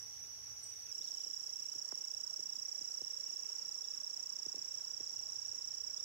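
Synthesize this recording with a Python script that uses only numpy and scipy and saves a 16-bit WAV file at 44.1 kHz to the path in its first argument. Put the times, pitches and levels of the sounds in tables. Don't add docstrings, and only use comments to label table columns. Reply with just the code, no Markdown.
import sys
import numpy as np
from scipy import signal
from scipy.io import wavfile
from scipy.ndimage import uniform_filter1d

SR = 44100
rng = np.random.default_rng(int(sys.argv[2]) if len(sys.argv) > 2 else 0)


def store_pcm(level_fs):
    pcm = np.round(np.clip(level_fs, -1, 1) * 32767).astype(np.int16)
    wavfile.write(sys.argv[1], SR, np.atleast_2d(pcm).T)


N = 266364
TIME = np.arange(N) / SR
CUT_S, BAND_LIMIT_HZ = 0.915, 15800

# freq_hz, level_db
RUMBLE_SPECTRUM = [(15, -50), (25, -31), (47, -4), (81, 1.5), (102, 2), (177, -14.5), (200, -24),
                   (260, -45), (440, -120)]
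# peak_s, half_width_s, rise_db
RUMBLE_SWELLS = [(.52, 0.034, 5.4), (5.5, 0.64, 10.7)]
# freq_hz, level_db
LEDGE_AIR_SPECTRUM = [(94, -41), (160, -1.5), (353, -9), (402, -1), (499, -5.5), (736, -5.5), (850, -3.5),
                      (1070, -5.5), (3970, -6.5), (4460, -19), (5000, -11), (6500, -36), (11000, -120)]
# freq_hz, level_db
LEDGE_CHORUS_SPECTRUM = [(4000, -25), (4450, -1.5), (4800, -8.5), (5600, 1), (6500, -0.5), (7200, -4),
                         (7900, -15), (8500, -15), (9500, -17.5), (10500, -30)]
# freq_hz, level_db
BANK_CHORUS_SPECTRUM = [(4500, -30), (5000, -34), (5650, 1.5), (6050, 2), (6500, -3), (6900, 0.5),
                        (7400, -7.5), (7680, -1.5), (8000, -18), (8800, -22), (10000, -31)]
# freq_hz, level_db
CREEK_SPECTRUM = [(15, -31), (25, 6.5), (64, -8), (229, -6), (304, -8), (370, -4), (441, -6.5), (492, -3),
                  (746, -7.5), (870, -4.5), (2440, -10.5), (2720, -7), (4310, -9.5), (4700, -5.5),
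                  (6110, -35), (10300, -120)]
# freq_hz, left_minus_right_db
CREEK_LEAN = [(60, -0.17), (300, -0.095), (1000, -0.57), (3000, 1.9), (5000, 0.5)]
# freq_hz, level_db
HISS_SPECTRUM = [(3000, -21), (8000, -10.5), (10000, -6.5), (12000, 0), (13000, -4), (15800, 4)]
# freq_hz, correlation (-1 opposite, 0 unrelated, 1 same)
MIC_LIKENESS = [(30, -1), (120, 0.03), (500, 0.59), (1000, 0.09), (2000, 0), (16000, 0)]
# start_s, level_db (before the rig's response), start_pitch_hz
KNOCKS = [(1.004, -59.5, 520), (1.264, -56.5, 900), (1.297, -57, 503), (1.757, -51.5, 480),
          (1.9226, -48, 2870), (2.393, -50, 706), (2.813, -52, 570), (3.017, -50, 814), (4.464, -48, 680),
          (4.543, -50.5, 760), (4.565, -55, 563), (4.576, -52.5, 630), (5.004, -48, 750)]
# pitch_hz, level_db
RIG_RESPONSE = [(80, -46), (120, -16), (190, -28.5), (270, -11), (380, -6), (600, -6), (1000, -3),
                (2500, -7)]
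# start_s, length_s, start_pitch_hz, end_pitch_hz, level_db
SLURS = [(.865, 0.063, 3100, 2230, -73), (1.009, 0.042, 3000, 4500, -63), (1.05, .047, 4400, 3580, -66),
         (1.14, 0.048, 3350, 2850, -71), (1.183, 0.03, 2800, 3600, -68), (3.672, .032, 3830, 4500, -71),
         (3.828, 0.031, 3320, 3690, -66.5), (5.96, .045, 3150, 3720, -70)]
# start_s, end_s
TWITTER_BOUTS = [(0.929, 1.8), (3.25, 3.6)]
CHIP_STARTS = [-0.13, .622]
# throbs_per_s, pitch_factor, left_db, right_db
FAR_CICADAS = [(30.2, 1.04, -63, -47.5), (31.33, 1.005, -54.5, -55.5), (30.1, 1.075, -61, -70)]
# center_hz, width_hz, left_db, right_db, scatter_db (against the direct sound)
OVERTONES = [(5420, 2500, -54.5, -42, -7), (11300, 200, -89, -79, 2), (15700, 580, -66, -103, -18)]

RUMBLE_DB, RUMBLE_LEDGE_DB, RUMBLE_BANK_DB = -71.5, -1.6, -14.5
LEDGE_AIR_DB, CREEK_DB = -67, -65.5
FLOW_RISE_DB, FLOW_SETTLE_S = 2.5, 1.24
KNOCK_LEAN_DB, BIRD_LEAN_DB = -17, 6
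SLUR_EASE = 1.4
TWITTER_PER_S, TWITTER_S, TWITTER_HZ = 22, 0.0313, 2990
TWITTER_SPREAD, TWITTER_GLIDE, TWITTER_DB = 0.0746, 0.0714, -75.5
CHIP_TOP_HZ, CHIP_DIVE_HZ, CHIP_DIVE_POWER = 8890, 1940, 2.5
CHIP_DB, CHIP_ATTACK_S, CHIP_RELEASE_S = -45, 0.02, 0.014
NEAR_FIRST_S, NEAR_PER_S = 0.9124, 31.09
SECOND_FIRST_S, SECOND_PER_S = 0.903, 31.59
ATTACK_S, SQUEEZE_S, SWELL_DB, RING_S = 0.0019, 0.01445, 0.5, 0.015
TOP_HZ, SCOOP_HZ, SCOOP_S, SAG_HZ, SAG_POWER = 5678.4, 490, 0.00081, 318, 3.0
DULLING_DB_PER_S = 1.13


def gain_of(db):
    return 10 ** (np.asarray(db) / 20)


def evened(x):
    return x / np.sqrt(np.mean(x ** 2) + 1e-20)


def read(points, hz):
    f, value = np.transpose(points)
    return np.interp(np.log(hz + 1), np.log(f + 1), value)


def panned(x, lean_db):
    return x * gain_of([[lean_db / 2], [-lean_db / 2]])


def add(mix, start_s, sound):
    part = mix[..., max(round(start_s * SR), 0):][..., :sound.shape[-1]]
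    part += sound[..., :part.shape[-1]]


def drift(shape, size):
    once = uniform_filter1d(rng.standard_normal(shape), size)
    return evened(uniform_filter1d(once, size))


def woods(x, t60):
    t = TIME[:SR]
    echoes = rng.standard_normal((2, SR)) * (rng.random((2, SR)) < 0.08)
    echoes = echoes * gain_of(-60 * t / t60) * (t > 0.004)
    echoes /= np.linalg.norm(echoes, axis=1, keepdims=True)
    return signal.fftconvolve(np.atleast_2d(x), echoes, axes=1)[:, :x.shape[-1]]


def bed(spectrum, patchy_db, same=MIC_LIKENESS, lean=((100, 0), (1000, 0)), size=1024):
    hz = np.fft.rfftfreq(size, 1 / SR)
    frames = N // (size // 4) + 6
    a, b, c, d, patches = rng.standard_normal((frames, len(hz), 5)).T
    patches = uniform_filter1d(patches, size=6, axis=0)
    patches = evened(uniform_filter1d(patches, size=8, axis=1))
    alike = np.clip(read(same, hz), -1, 1)[:, None]
    left = a + 1j * b
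    right = alike * left + np.sqrt(1 - alike ** 2) * (c + 1j * d)
    tilt = gain_of(read(lean, hz) / 2)[:, None]
    bins = np.array([left * tilt, right / tilt])
    bins *= gain_of(read(spectrum, hz)[:, None] + patchy_db * patches)
    noise = signal.istft(bins, nperseg=size, noverlap=size * 3 // 4)[1]
    return evened(noise[:, :N])


def rumble():
    db = np.where(TIME < CUT_S, RUMBLE_LEDGE_DB, RUMBLE_BANK_DB)
    for peak_s, half_width_s, rise_db in RUMBLE_SWELLS:
        db = db + rise_db * np.exp(-((TIME - peak_s) / half_width_s) ** 2)
    noise = bed(RUMBLE_SPECTRUM, patchy_db=1.5, same=[(30, 0.8), (200, 0.84)], size=4096)
    return gain_of(RUMBLE_DB + db) * noise


def ledge():
    air = gain_of(LEDGE_AIR_DB) * bed(LEDGE_AIR_SPECTRUM, patchy_db=1.7)
    return air + gain_of(-62.5) * bed(LEDGE_CHORUS_SPECTRUM, patchy_db=2.0)


def bank_chorus(level_db=-57, throb_db=1.9, flutter_db=1.5):
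    throb = np.sin(2 * np.pi * np.cumsum(30.8 + 1.2 * drift(N, size=4000)) / SR)
    hiss = bed(BANK_CHORUS_SPECTRUM, patchy_db=-0.15, size=512)
    hiss = hiss * gain_of(throb_db * throb + flutter_db * drift((2, N), size=200))
    return panned(gain_of(level_db) * hiss, lean_db=-2.5)


def creek(bubbles_per_s=70, bubbles_db=-82):
    t, bubbles = TIME[:2000], np.zeros((2, N))
    pitches = np.geomspace(600, 3800, num=24)
    for hz in pitches:
        ring = np.sin(2 * np.pi * hz * (t + 4 * t ** 2))
        ring = ring * np.exp(-t * hz / 7) * (1 - np.exp(-t * hz))
        births = rng.random(N) < bubbles_per_s / len(pitches) / SR
        births = births * gain_of(4.9 * np.minimum(rng.exponential(1, N), 3))
        bubbles += panned(signal.oaconvolve(births, ring)[:N], rng.normal(0, 2.6))
    trickle = gain_of(bubbles_db) * evened(bubbles + 0.57 * woods(bubbles, t60=0.42))
    wash = gain_of(CREEK_DB) * bed(CREEK_SPECTRUM, patchy_db=2.0, lean=CREEK_LEAN, size=2048)
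    flow_db = -FLOW_RISE_DB * np.exp(-np.maximum(TIME - CUT_S, 0) / FLOW_SETTLE_S)
    return (wash + trickle) * gain_of(flow_db)


def rig(dispersion=2.49, rise_cycles=0.43, rattle_db=-15):
    t, out = TIME[:2000], np.zeros((2, N))
    for start_s, level_db, start_hz in KNOCKS:
        hz = 1 / (1 / start_hz + t / dispersion)
        rise = 1 - np.exp(-(t * start_hz / rise_cycles) ** 2)
        level = rise * gain_of(level_db + read(RIG_RESPONSE, hz))
        chirp = level * np.sin(2 * np.pi * np.cumsum(hz) / SR)
        add(out, start_s, panned(chirp, KNOCK_LEAN_DB))
    dull = signal.sosfilt(signal.butter(2, 450, fs=SR, output="sos"), out)
    return out + gain_of(rattle_db) * woods(dull, t60=0.21)


def twitter():
    bouts = [np.arange(start_s, end_s, 1 / TWITTER_PER_S) for start_s, end_s in TWITTER_BOUTS]
    times = np.concatenate(bouts)
    for start_s, (late, high, glide) in zip(times, rng.standard_normal((len(times), 3))):
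        start_hz = TWITTER_HZ * np.exp(TWITTER_SPREAD * high)
        end_hz = start_hz * np.exp(TWITTER_GLIDE * glide)
        yield start_s + 0.015 * late, TWITTER_S, start_hz, end_hz, TWITTER_DB


def whistles(wet_db=-1, flutter_db=4.0, waver=0.011):
    song = np.zeros((2, N))
    for start_s, length_s, start_hz, end_hz, level_db in [*SLURS, *twitter()]:
        u = np.linspace(0, 1, round(length_s * SR))
        wobble, flutter = drift((2, SR), size=150)[:, :len(u)]
        hz = end_hz + (start_hz - end_hz) * (1 - u) ** SLUR_EASE
        hz = hz * (1 + waver * wobble)
        level = gain_of(level_db + flutter_db * flutter) * signal.windows.tukey(len(u), 0.5)
        note = level * np.sin(2 * np.pi * np.cumsum(hz) / SR)
        add(song, start_s, panned(note, BIRD_LEAN_DB))
    return song + gain_of(wet_db) * woods(song, t60=1.5)


def chips(wet_db=-3):
    t, out = TIME[:SR], np.zeros((2, N))
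    dive = np.minimum(t / (CHIP_ATTACK_S + CHIP_RELEASE_S), 1) ** CHIP_DIVE_POWER
    hz = CHIP_TOP_HZ - CHIP_DIVE_HZ * dive
    from_peak = np.maximum(1 - t / CHIP_ATTACK_S, (t - CHIP_ATTACK_S) / CHIP_RELEASE_S)
    chip = gain_of(CHIP_DB - 30 * from_peak) * np.sin(2 * np.pi * np.cumsum(hz) / SR)
    heard = panned(chip + gain_of(wet_db) * woods(chip, t60=0.64), lean_db=-3.0)
    for start_s in CHIP_STARTS:
        add(out, start_s, heard[:, max(-round(start_s * SR), 0):])
    return out


def cicada(starts, pitch, jitter, waver, flutter_db, length, slip=0.96, rib_hz=172, rib_depth=0.42,
           last_rib_s=0.0137, rib_wander=0.64, hold=0.89):
    t = TIME[:round(np.mean(np.diff(starts)) * SR)]
    shape = (len(starts), len(t))
    squeeze = np.minimum(t / SQUEEZE_S, 1.25)
    hz = TOP_HZ - SCOOP_HZ * np.exp(-t / SCOOP_S) - SAG_HZ * squeeze ** SAG_POWER
    db = SWELL_DB * squeeze - 60 * np.maximum(t - SQUEEZE_S, 0) / RING_S
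    detune, slips = rng.standard_normal((2, len(starts), 1))
    tone_hz = pitch * hz * (1 + jitter * detune + waver * drift(shape, size=50))
    rib_wobble = rib_wander * drift(len(starts), size=6)[:, None]
    rib_angle = 2 * np.pi * rib_hz * (t - last_rib_s) + rib_wobble
    ribs = 1 + rib_depth * squeeze * np.cos(rib_angle)
    flutter = flutter_db * drift(shape, size=70)
    level = np.minimum(t / ATTACK_S, 1) * abs(ribs) * gain_of(db + flutter)
    level /= np.linalg.norm(level, axis=1, keepdims=True)
    angle = np.cumsum(slip * slips, axis=0) + 2 * np.pi * np.cumsum(tone_hz, axis=1) / SR
    out = np.zeros((len(OVERTONES), length))
    for start_s, envelope, turn in zip(starts, level, angle):
        throb = [envelope ** (hold if k else 1) * np.sin((k + 1) * turn) for k in range(len(OVERTONES))]
        add(out, start_s, np.array(throb))
    return np.array([evened(track) for track in out])


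def far_cicadas(direct_db=-2, octave_left_db=-28, octave_right_db=-22):
    out = np.zeros((2, N))
    for throbs_per_s, pitch, left_db, right_db in FAR_CICADAS:
        starts = np.arange(0, 2, 1 / throbs_per_s)
        tone, octave, _ = cicada(starts, pitch, jitter=0.0033, waver=0.0086, flutter_db=1.0, length=2 * SR)
        voice = tone + gain_of([[octave_left_db], [octave_right_db]]) * octave
        direct = np.array([voice[0], np.roll(voice[1], 4)])
        heard = evened(woods(voice, t60=0.93) + gain_of(direct_db) * direct)
        add(out, 0, gain_of([[left_db], [right_db]]) * heard[:, SR:])
    return out


def dulling():
    return gain_of(-DULLING_DB_PER_S * (TIME - TIME.mean()))


def second_cicada(pitch=1.017, tone_db=-60, octave_db=-78.5, belly_hz=11420, belly_width_hz=380,
                  lean_db=1, scatter_db=-8):
    starts = np.arange(SECOND_FIRST_S, N / SR, 1 / SECOND_PER_S)
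    tone, octave, _ = cicada(starts, pitch, jitter=0.0039, waver=0.0061, flutter_db=0.8, length=N, hold=1.3)
    belly = signal.iirpeak(belly_hz, belly_hz / belly_width_hz, SR)
    octave = evened(signal.lfilter(*belly, octave))
    voice = gain_of(tone_db) * tone + gain_of(octave_db) * dulling() * octave
    return panned(voice + gain_of(scatter_db) * woods(voice, t60=0.43), lean_db)


def near_cicada():
    starts = np.arange(NEAR_FIRST_S, N / SR, 1 / NEAR_PER_S)
    tracks = cicada(starts, pitch=1.0, jitter=0.0018, waver=0.0049, flutter_db=2.14, length=N)
    tracks[1:] *= dulling()
    turn = np.pi * TIME / 2
    out = np.zeros((2, N))
    for track, (center_hz, width_hz, left_db, right_db, scatter_db) in zip(tracks, OVERTONES):
        resonance = signal.iirpeak(center_hz, center_hz / width_hz, SR)
        voice = evened(signal.lfilter(*resonance, track))
        direct = np.array([voice, np.roll(voice, 4)])
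        scatter = evened(np.cos(turn) * woods(voice, t60=0.5) + np.sin(turn) * woods(voice, t60=0.29))
        scatter = panned(scatter, lean_db=8.5)
        out += gain_of([[left_db], [right_db]]) * (direct + gain_of(scatter_db) * scatter)
    return out


def scene():
    bank = near_cicada() + second_cicada() + bank_chorus() + creek()
    places = np.where(TIME < CUT_S, ledge() + far_cicadas(), bank)
    return places + rumble() + whistles() + chips() + rig()


def record(dry):
    hiss = gain_of(-71.5) * bed(HISS_SPECTRUM, patchy_db=1.0)
    noisy = dry + panned(hiss, lean_db=15.0)
    lowpass = signal.firwin(801, BAND_LIMIT_HZ, window=("kaiser", 9), fs=SR)
    return signal.oaconvolve(noisy, lowpass[None], "same")


dry = scene()
out = record(dry)
store_pcm(out)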